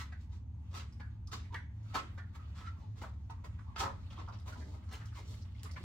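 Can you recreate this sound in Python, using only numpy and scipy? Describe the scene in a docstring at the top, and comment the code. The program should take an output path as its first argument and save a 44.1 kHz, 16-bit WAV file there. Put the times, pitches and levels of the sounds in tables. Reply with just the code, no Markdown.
"""A low appliance hum holds throughout while someone tugs a rubber glove off finger by finger in a tiled kitchen.
Noise grains rustle with the fingers' effort; from the start, rasps slide off the skin and fingertips flick back.
Then come bright ticks, half-squeaks of rubber on rubber and hollow pops: shaped grains through filters.
From 4.1 s the folds crackle at random; then the limp glove hisses more.
Random taps add a short, bright echo from the hard walls."""
import sys
import numpy as np
from scipy import signal
from scipy.fft import irfft
from scipy.io import wavfile
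from scipy.ndimage import uniform_filter1d

SR = 44100
rng = np.random.default_rng(int(sys.argv[2]) if len(sys.argv) > 2 else 0)


def persist_wave(psi):
    """Save psi, clipped to +-1, as 16-bit WAV."""
    counts = np.round(np.clip(psi, -1, 1) * 32767).astype(np.int16)
    wavfile.write(sys.argv[1], SR, np.atleast_2d(counts).T)


N = 257535

# Colour of rubber rubbing on skin. Each row: frequency in Hz, relative level in dB per Hz.
RUBBER_COLOUR = [(100, -46), (200, 7), (400, -2), (650, -6.5), (950, 0), (1250, -3.5), (1600, -8),
                 (2100, -9), (2700, -13.5), (3500, -12.5), (4300, -14.5), (5400, -18), (7800, -22.5),
                 (9000, -31.5), (15500, -35)]
# How hard the fingers work the rubber. Each row: time in seconds, effort in dB.
FINGER_EFFORT = [(0.25, -71), (0.4, -92.5), (0.7, -69), (0.84, -68.5), (1.25, -78.5), (1.46, -68.5),
                 (1.63, -89), (1.9, -61.5), (2.1, -66), (2.3, -75), (2.4, -66.5), (2.65, -66), (2.76, -72),
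                 (2.93, -75), (3.08, -90), (3.22, -74.5), (3.55, -69.5), (3.9, -72.5), (4.06, -65.5),
                 (4.2, -66), (4.65, -73.5), (4.86, -70), (5.02, -67), (5.5, -71.5), (5.65, -66),
                 (5.84, -64)]
SCRAPE_DB = 2.0  # rms unevenness: rubber grips and slides by turns
POP_NOOK_SHARE = 0.65  # how much of the nook a pop takes on


def gain_of(db):
    """Decibels to a factor."""
    return 10 ** (np.asarray(db) / 20)


def evened(x):
    """Scales to rms 1."""
    return x / np.sqrt(np.mean(x ** 2) + 1e-30)


def read(points, hz):
    """Reads a table on a log-frequency axis."""
    f, value = np.transpose(points)
    return np.interp(np.log(hz + 1), np.log(f + 1), value)


def add(mix, start_s, sound):
    """Adds a stereo sound at start_s, cut to the length of the mix."""
    start = round(start_s * SR)
    sound = sound[:, max(-start, 0):]
    part = mix[:, max(start, 0):][:, :sound.shape[1]]
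    part += sound[:, :part.shape[1]]


def waver(count, size):
    """Smooth chance of rms 1 that changes over about size samples."""
    return evened(signal.oaconvolve(rng.standard_normal(count), signal.windows.hann(size), "same"))


def grains(count, per_s, spread_db, smooth):
    """Stick-slip: tiny clicks of uneven size over smooth friction noise."""
    size = gain_of(spread_db * np.minimum(rng.exponential(1, count), 4))
    sign = rng.choice([-1, 1], count)
    clicks = size * sign * (rng.random(count) < per_s / SR)
    return evened(clicks) + smooth * rng.standard_normal(count)


def coloured(x, curve, size=8192):
    """Causal minimum-phase filter whose gain in dB is curve(Hz), floored at -100 dB."""
    f = abs(np.fft.fftfreq(size, 1 / SR))
    log_gain = np.log(gain_of(np.maximum(curve(f), -100)))
    spectrum = np.exp(np.conj(signal.hilbert(log_gain)))
    taps = np.fft.ifft(spectrum).real[:size // 2]
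    return signal.fftconvolve(x, taps)[:len(x)]


def above(f, hz):
    """Smooth step from 0 to 1 around hz."""
    return f ** 4 / (f ** 4 + hz ** 4)


def peak(f, hz, width_hz):
    """Gain in dB of one resonance."""
    return -10 * np.log10(1 + ((f ** 2 - hz ** 2) / ((f + 1) * width_hz)) ** 2)


def resonate(x, hz, width_hz):
    """A steep resonance, two equal poles, that follows the pitch hz."""
    turn = np.exp(2j * np.pi * np.cumsum(hz) / SR)
    r = np.exp(-np.pi * width_hz / SR)
    return (turn * signal.lfilter([(1 - r) ** 2], [1, -2 * r, r * r], x / turn)).real


def nook(f):
    """Gain in dB of the narrow resonances between counter and cupboards."""
    # Each row: frequency in Hz, width in Hz, boost in dB at full share.
    nook_modes = [(435.5, 25, 7.5), (546, 22, 8.5), (623, 19, 10.5), (739, 18, 7.5), (903, 19, 4.5),
                  (1002, 22, 6), (1100, 40, 4), (1299, 67, 11), (1700, 24, 4), (2080, 52, 3)]
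    return sum(db / (1 + (2 * (f - hz) / width_hz) ** 2) for hz, width_hz, db in nook_modes)


def kitchen(x, right_db=1.3, wet_db=-2.0, early_db=5.5, early_s=0.013, gap_s=0.0008, mono_hz=380, size=16384):
    """Direct sound, a little earlier on the left, then close reflections and a short tail."""
    # Reverberation. Each row: frequency in Hz, time to fall 60 dB in seconds.
    room_t60 = [(150, 0.61), (500, 0.41), (1000, 0.31), (2000, 0.38), (4000, 0.33), (8000, 0.29),
                (15000, 0.14)]
    taps = rng.choice([-1., 1.], (2, size)) * (rng.random((2, size)) < 0.15)
    hz, frame_s, z = signal.stft(taps, SR, nperseg=256)
    decay = gain_of(-60 * frame_s / read(room_t60, hz)[:, None])
    tail = signal.istft(z * decay, SR, nperseg=256)[1][:, :size]
    t = np.arange(size) / SR
    early = rng.standard_normal((2, size)) * (rng.random((2, size)) < 0.025) * np.exp(-t / early_s)
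    echo = gain_of(wet_db) * evened(tail) + gain_of(early_db) * evened(early)
    echo = echo * (t > gap_s) / np.sqrt(size)
    # long waves reach both sides alike
    side = signal.lfilter(*signal.butter(1, mono_hz, "high", fs=SR), echo[1])
    response = np.array([echo[0] + side, echo[0] - side]) / np.sqrt(2)
    response[[0, 1], [0, 2]] += 1  # direct sound: right two samples later
    return signal.fftconvolve(x[None], response, axes=1) * gain_of([[-right_db / 2], [right_db / 2]])


def at_level(x, db, size=400):
    """Scales a sound so that the loudest moment of its mono mean has the level db."""
    return gain_of(db) * x / np.sqrt(uniform_filter1d(x.mean(0) ** 2, size).max())


def steady(curve):
    """Stereo noise with the spectrum curve(Hz), nearly mono in the bass."""
    # Each row: frequency in Hz, left-right likeness from 0 to 1.
    likeness = [(60, 1), (150, 0.97), (300, 0.8), (700, 0.053), (2000, 0.082), (12000, 0.18)]
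    f = np.fft.rfftfreq(N, 1 / SR)
    left, other = np.exp(2j * np.pi * rng.random((2, len(f))))
    same = np.clip(read(likeness, f), -1, 1)
    right = same * left + np.sqrt(1 - same ** 2) * other
    return evened(irfft(np.array([left, right]) * gain_of(curve(f)), N))


def hum():
    """A low drone of even strength whose close tones beat, with faint wavering whines and moving air."""
    drone_db, air_db = -45.0, -57.5
    # Appliance drone. Each row: frequency in Hz, relative level in dB per Hz.
    drone_curve = [(15, -38), (38, -24.5), (47, -7), (56, -3), (63, -4), (72, 9), (81, 0.5), (90, 9),
                   (98, -5), (108, 7.5), (118, -13.5), (145, -40.5), (250, -61.5), (600, -110)]
    # Moving air in the room. Each row: frequency in Hz, relative level in dB per Hz.
    air_curve = [(60, -10), (130, 0), (220, -5.5), (300, -14), (400, -26), (600, -30), (900, -26),
                 (1300, -36), (2000, -42), (3200, -45), (5000, -53), (7500, -56), (9500, -64), (15500, -62)]
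    # Faint tones. Each row: frequency in Hz, width in Hz of one of two equal stages, level in dB.
    whine_bands = [(226, 24, -73), (880, 98, -81), (6450, 70, -95.5)]
    drone = steady(lambda f: read(drone_curve, f))
    drone = drone / np.sqrt(uniform_filter1d(drone[0] ** 2, size=9000))
    air = steady(lambda f: read(air_curve, f))
    whines = sum(gain_of(db) * steady(lambda f: 2 * peak(f, hz, width_hz))
                 for hz, width_hz, db in whine_bands)
    return gain_of(drone_db) * drone + gain_of(air_db) * air + whines


def creases(flurry_db=3, count=10):
    """Creases of many sizes: each rubs softly in its own band and in its own little flurries."""
    edges_hz, out = np.geomspace(350, 15500, count + 1), 0
    for band in zip(edges_hz, edges_hz[1:]):
        flurries = gain_of(flurry_db * np.clip(waver(N, size=3000), -2, 1.7))
        crinkles = grains(N, 500, 1.6, 0.7) * flurries
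        out = out + signal.sosfilt(signal.butter(2, band, "band", fs=SR, output="sos"), crinkles)
    return out


def rustle(bright_db=6, rub_hz=1050, rub_width_hz=850, nook_share=0.16):
    """Soft, grainy rubbing that follows the fingers' effort: a dull, hollow part and a dry hiss."""
    rub_db, hiss_db = -3, -6  # relative to the effort
    # once off the hand, the limp rubber brushes itself and hisses more
    loose_s, loose_rise_s, loose_hiss_db = 4.57, 2.2, 7.5
    t, friction = np.arange(N) / SR, creases()
    effort_db = np.interp(t, *np.transpose(FINGER_EFFORT))
    loose = np.clip((t - loose_s) / loose_rise_s, 0, 1)
    dull = coloured(friction, lambda f: peak(f, rub_hz, rub_width_hz) + nook_share * nook(f)
                    - 20 * above(f, 5700))
    dry_hiss = coloured(friction, lambda f: read(RUBBER_COLOUR, f) - 25 * (1 - above(f, 1120))
                        + bright_db * above(f, 12000))
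    scrapes_db = SCRAPE_DB * (loose > 0) * waver(N, size=1200)
    hiss_gain = gain_of(hiss_db + loose_hiss_db * loose + scrapes_db)
    sound = gain_of(effort_db) * (gain_of(rub_db) * evened(dull) + hiss_gain * evened(dry_hiss))
    return evened(kitchen(sound)[:, :N]) * sound.std()


def slip(peak_s, db, swell_s, fade_s, thump_db, sizzle_db, top_db, right_db=1.0, count=20000):
    """A patch of rubber lets go: crinkles and friction swell to a peak and die away in uneven scrapes."""
    thump_hz, sizzle_hz, top_hz = 850, 2570, 8500  # thump below, sizzle above, air above
    t = np.arange(count) / SR - 0.2
    crinkles = grains(count, 1100, 2.5, 0.45) * gain_of(SCRAPE_DB * waver(count, size=600))
    rasp = crinkles * np.exp(np.where(t < 0, -(t / swell_s) ** 2, -t / fade_s))
    sound = coloured(rasp, lambda f: read(RUBBER_COLOUR, f) + nook(f)
                     + thump_db * (1 - above(f, thump_hz))
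                     + sizzle_db * above(f, sizzle_hz)
                     + top_db * above(f, top_hz))
    return peak_s + t[0], at_level(kitchen(sound, right_db), db)


def flick(s, db, hz, rise_s, fade_s, crack_db, right_db, sag=0.18, sag_s=0.045, flutter_db=2, crack_s=0.007,
          count=8000):
    """A taut fingertip springs back: a soft crack, then fluttering modes that sink as the rubber slackens."""
    # Each row: share of the highest pitch, width as a share of it, level in dB.
    modes = [(0.63, 0.36, -8), (0.78, 0.092, -1), (0.91, 0.11, 0), (1.0, 0.052, -6.5)]
    t = np.arange(count) / SR
    rise = (1 - np.exp(-t / rise_s)) ** 2
    push = grains(count, 1500, 5.1, 1.0) * gain_of(flutter_db * waver(count, size=300)) * rise
    pitch = hz * (1 - sag * (1 - np.exp(-t / sag_s)) + 0.011 * waver(count, size=500))
    fading = push * np.exp(-t / fade_s)
    ring = sum(gain_of(mode_db) * evened(resonate(fading, share * pitch, width * hz))
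               for share, width, mode_db in modes)
    crack = coloured(push * np.exp(-t / crack_s), lambda f: read(RUBBER_COLOUR, f)
                     - 8 * (1 - above(f, 700)) - 5 * above(f, 2500) - 6 * above(f, 7000))
    sound = evened(ring) + gain_of(crack_db) * evened(crack)
    return s - rise_s, at_level(kitchen(sound, right_db), db)


def tick(s, db, hz, width_share, fade_s, early_db, count=4000):
    """Tacky rubber lets go: a very short, bright snap of noise through one resonance."""
    u = np.arange(count) / SR / fade_s
    snap = rng.standard_normal(count) * u * np.exp(-u)
    sound = coloured(snap, lambda f: peak(f, hz, width_share * hz))
    return s - fade_s, at_level(kitchen(sound, early_db=early_db), db)


def rub(peak_s, db, hz, width_share, swell_s, fade_s, right_db, glide_per_s=-0.9, scrape_db=-13,
        nook_share=0.33, count=14000):
    """Friction swells and fades in one pocket of the glove, whose pitch slides as it changes shape."""
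    t = np.arange(count) / SR - 0.12
    drag = grains(count, 830, 3.3, 0.68) * np.exp(np.where(t < 0, t / swell_s, -t / fade_s))
    pitch = hz * (1 + glide_per_s * t)
    note = coloured(resonate(drag, pitch, width_share * hz), lambda f: nook_share * nook(f))
    scrape = coloured(drag, lambda f: read(RUBBER_COLOUR, f))
    sound = evened(note) + gain_of(scrape_db) * evened(scrape)
    return peak_s + t[0], at_level(kitchen(sound, right_db), db)


def pop(s, db, hz, width_share, fade_s, crack_db, right_db, rise_s=0.002018, count=8000):
    """A fold flips over: a crack from the sheet and a damped, unsteady note from the pocket of air."""
    t = np.arange(count) / SR
    envelope = np.exp(-t / fade_s) * (1 - np.exp(-t / rise_s)) ** 2
    push = grains(count, 2000, 0.63, 0.89) * envelope
    pitch = hz * (1 + 0.039 * width_share * waver(count, size=400))
    note = coloured(resonate(push, pitch, width_share * hz),
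                    lambda f: POP_NOOK_SHARE * nook(f) - 20 * (1 - above(f, 196)))
    crack = coloured(push, lambda f: read(RUBBER_COLOUR, f) + POP_NOOK_SHARE * nook(f)
                     - 7 * above(f, 6000))
    sound = evened(note) + gain_of(crack_db) * evened(crack)
    return s - rise_s, at_level(kitchen(sound, right_db), db)


def crumple(fade_s=0.003, width_share=0.16, count=800):
    """The folds of the emptying glove give way at random in tiny crackles, each size at its own pitch."""
    from_s, level_db, per_s = 4.1, -2.5, 11  # start, level against the effort, rate of each fold
    # Pitch of each fold in Hz, large to small.
    folds_hz = [1300, 2130, 3160, 5000]
    t = np.arange(N) / SR
    burst, out = np.exp(-np.arange(count) / SR / fade_s), 0
    for hz in folds_hz:
        gives = rng.uniform(0.3, 1, N) * (rng.random(N) < per_s / SR)
        crackle = signal.oaconvolve(gives, burst)[:N] * rng.standard_normal(N)
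        fold = coloured(crackle, lambda f: peak(f, hz, width_share * hz) - 16 * above(f, 8000))
        out = out + evened(fold)
    effort_db = np.interp(t, *np.transpose(FINGER_EFFORT))
    return evened(kitchen(out)[:, :N]) * gain_of(effort_db + level_db) * (t > from_s)


def scene():
    """The glove over the hum."""
    # Rubber sliding off the skin. Each row: peak time in seconds, level in dB, swell and fade in seconds,
    # low thump, high sizzle and topmost air in dB.
    slips = [(0.006, -47.5, 0.075, .02, -24.5, -1, 2), (0.227, -75.5, 0.031, 0.018, -14, 26, -2),
             (0.333, -67, 0.027, 0.038, 0, 11, -4), (0.717, -62, 0.0066, 0.046, -1, 8.5, -5),
             (0.753, -50, 0.013, 0.021, -2.5, 4.5, 3), (0.776, -53.5, 0.006, .011, -12, 14.5, -2),
             (0.80, -53.5, 0.0065, 0.018, -19, 3.5, -10), (1.32, -52, 0.0051, .012, -4.5, 10, 4),
             (1.332, -46.5, 0.0079, 0.02, -4.5, 8.5, -0.5), (1.39, -65, .02, 0.057, -14, 14, -18),
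             (1.955, -36, 0.01, 0.014, -4.5, -1, 3.5), (1.995, -47, 0.048, 0.0056, -13, -4, -3),
             (2.353, -56.5, 0.016, 0.0088, -7, -2, 7), (2.58, -55, 0.024, .033, -19, 1.5, -2),
             (2.61, -57, 0.0089, 0.013, -2, -2, -1), (2.671, -57.5, .03, 0.017, -42, -3, -14),
             (2.823, -63.5, 0.046, 0.05, 8.5, 8, -7), (2.984, -61, 0.023, 0.075, -0.5, 7.5, 0),
             (3.023, -53, 0.0057, 0.021, -1, -3, 10), (3.445, -54, 0.0061, 0.013, 1, -1.5, 8.5),
             (3.762, -45, 0.0035, 0.026, -14, -1, -7), (3.79, -43, 0.007, 0.015, -14, 7.5, 6.5),
             (3.81, -39, 0.014, .024, -5.5, 7, -0.5), (3.85, -43, 0.05, 0.029, 0.5, -13, 7),
             (4.113, -62, .011, .014, -2, 8, -5), (4.131, -60.5, .008, 0.0066, 2, 9, -10),
             (4.201, -54, 0.028, 0.028, 5.5, 6, -17), (4.329, -58.5, .008, 0.026, 3, 6, -28),
             (4.464, -58.5, 0.0054, .012, 1, 1.5, 11), (4.481, -54, 0.008, 0.021, -2, 5.5, 7),
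             (4.526, -55.5, 0.0045, 0.36, 24, 23.5, -3), (4.745, -65, 0.1, .16, 5, -2, 11),
             (4.933, -51, 0.022, 0.042, -6.5, 5.5, 0), (5.161, -59.5, 0.014, 0.025, -14, 4, 4),
             (5.193, -57.5, 0.019, 0.014, 11, 13, 0), (5.326, -61, 0.078, 0.058, 11.5, 22, 2),
             (5.652, -57.5, 0.019, 0.0093, 7, 16, -18), (5.804, -56.5, 0.076, 0.072, 21, -13, -4)]
    # Stretched fingertips flicking back. Each row: time in seconds, level in dB, highest pitch in Hz,
    # rise and fade in seconds, crack in dB, right minus left in dB.
    flicks = [(0.122, -55, 2150, .004, 0.016, -3.5, 0.5), (0.998, -54.5, 1916, 0.0022, 0.033, -1.5, 1.5),
              (1.543, -43, 2212, 0.0018, 0.016, -9.5, 1), (2.178, -53, 2006, 0.0043, 0.038, -2, 2),
              (4.606, -61, 2246, 0.0046, 0.023, -10, 3), (5.761, -51, 2300, .003, 0.0066, 1.5, -1)]
    # Tacky rubber letting go. Each row: time in seconds, level in dB, centre in Hz, width as a share of it,
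    # fade in seconds, close reflections in dB.
    ticks = [(0.714, -82, 3320, .15, 0.0014, 4), (0.928, -69.5, 5140, 0.11, 0.0048, -7),
             (1.006, -74, 4500, 0.052, 0.0044, 8), (1.274, -61, 5200, 0.21, 0.0025, -15),
             (1.544, -54, 3700, 0.18, .0012, -24), (3.303, -70.5, 6300, 0.24, .0015, 7),
             (4.13, -74, 3480, 0.11, 0.0012, 6), (4.399, -68, 3650, 0.24, 0.0016, -2),
             (4.527, -67, 4940, 0.085, 0.0014, 2), (4.928, -64, 9500, 0.33, 0.0016, 1),
             (4.938, -56, 2800, 0.18, 0.0017, 6), (5.058, -66.5, 5500, 0.32, 0.0035, -7),
             (5.349, -73, 9000, 0.91, 0.00037, 10), (5.633, -53, 5300, 0.92, 0.00034, -9),
             (5.713, -59.5, 5240, 0.18, .001, 3), (5.832, -69, 5530, 0.43, .0006, -6)]
    # Rubber dragging on rubber. Each row: peak time in seconds, level in dB, pitch in Hz at the peak,
    # width as a share of it, swell and fade in seconds, right minus left in dB.
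    rubs = [(1.291, -64.5, 1160, 0.3, 0.0092, 0.011, 5), (1.45, -68, 2000, 0.37, 0.0084, .02, 3),
            (1.538, -51.5, 947, 0.083, 0.013, 0.004, 4.5), (1.861, -75, 1370, 0.096, 0.013, 0.009, 6),
            (1.897, -65, 1280, 0.089, 0.0091, 0.026, 13), (2.398, -62.5, 1280, 0.11, 0.0044, 0.022, 8),
            (2.435, -71, 1250, 0.28, .008, 0.049, 7), (2.637, -58, 1290, 0.1, 0.005, 0.016, 4),
            (2.672, -49.5, 1353, 0.068, 0.013, 0.0032, 2), (2.784, -68.5, 1090, 0.14, 0.017, .012, 7),
            (2.83, -64.5, 878, 0.064, 0.025, 0.014, -4), (3.391, -69, 1050, 0.28, 0.0091, 0.017, 5),
            (3.697, -62, 970, 0.41, 0.058, 0.067, 1), (4.482, -54.5, 1080, 0.61, 0.016, 0.0066, -1),
            (4.57, -64, 380, 0.84, 0.045, 0.041, 1), (4.729, -69, 340, 0.48, 0.049, .05, -1),
            (4.744, -63.5, 850, 0.45, 0.017, .015, -6), (4.903, -61.5, 1120, 0.51, 0.016, 0.036, 1.5),
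            (5.019, -59, 1360, 0.96, 0.02, 0.018, 0), (5.066, -65.5, 1380, 0.27, 0.017, 0.0089, 5),
            (5.169, -62, 2260, 0.19, 0.0063, 0.024, -1), (5.184, -56, 1000, 0.17, 0.014, 0.0031, 1),
            (5.23, -65, 316, 0.38, .04, 0.061, 3), (5.342, -68, 820, 0.95, 0.011, 0.0068, 2)]
    # The hollow glove buckling. Each row: time in seconds, level in dB, pitch of the air inside in Hz,
    # width as a share of it, fade in seconds, crack of the sheet in dB, right minus left in dB.
    pops = [(1.329, -50, 1150, 0.29, 0.0092, -2, -1), (1.522, -55.5, 950, 0.12, 0.011, 3, 2.5),
            (1.95, -37, 1250, 0.35, 0.0044, -6, 6), (3.017, -48.5, 920, 0.21, 0.0035, 3, 1),
            (3.032, -48, 1020, 0.91, 0.021, -17, -.5), (3.297, -50, 940, 0.43, 0.015, -3.5, 3),
            (3.588, -58, 1230, 0.58, 0.017, -7, 6), (3.799, -37.5, 935, 0.24, 0.026, -14, 3),
            (3.833, -38, 930, 0.54, 0.0062, -10, -2), (3.857, -41.5, 1090, 0.46, 0.011, -26, -2.5),
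            (3.891, -52, 1000, 0.76, 0.011, -18, -1), (4.177, -53, 980, 0.19, 0.0089, -10, 4),
            (4.196, -54.5, 995, .3, .007, 1, -3), (4.277, -50, 1040, 0.51, 0.019, -24, 3.5),
            (4.342, -62, 700, 0.9, 0.0052, -3, -10), (4.522, -54.5, 1400, 0.46, .01, -13, 5),
            (4.556, -56.5, 860, 0.38, 0.0096, -1, -1), (5.653, -54.5, 1100, 0.22, 0.0053, -2.5, 4),
            (5.764, -56, 1090, 0.23, 0.01, -16, 7)]
    mix = hum() + rustle() + crumple()
    for source, table in ((slip, slips), (flick, flicks), (tick, ticks), (rub, rubs), (pop, pops)):
        for row in table:
            add(mix, *source(*row))
    return mix


def record(dry):
    """Band limit: a steep low-pass."""
    edge_hz = 15900
    taps = signal.firwin(511, edge_hz, window=("kaiser", 9), fs=SR)
    return signal.oaconvolve(dry, taps[None], "same")


dry = scene()
out = record(dry)
persist_wave(out)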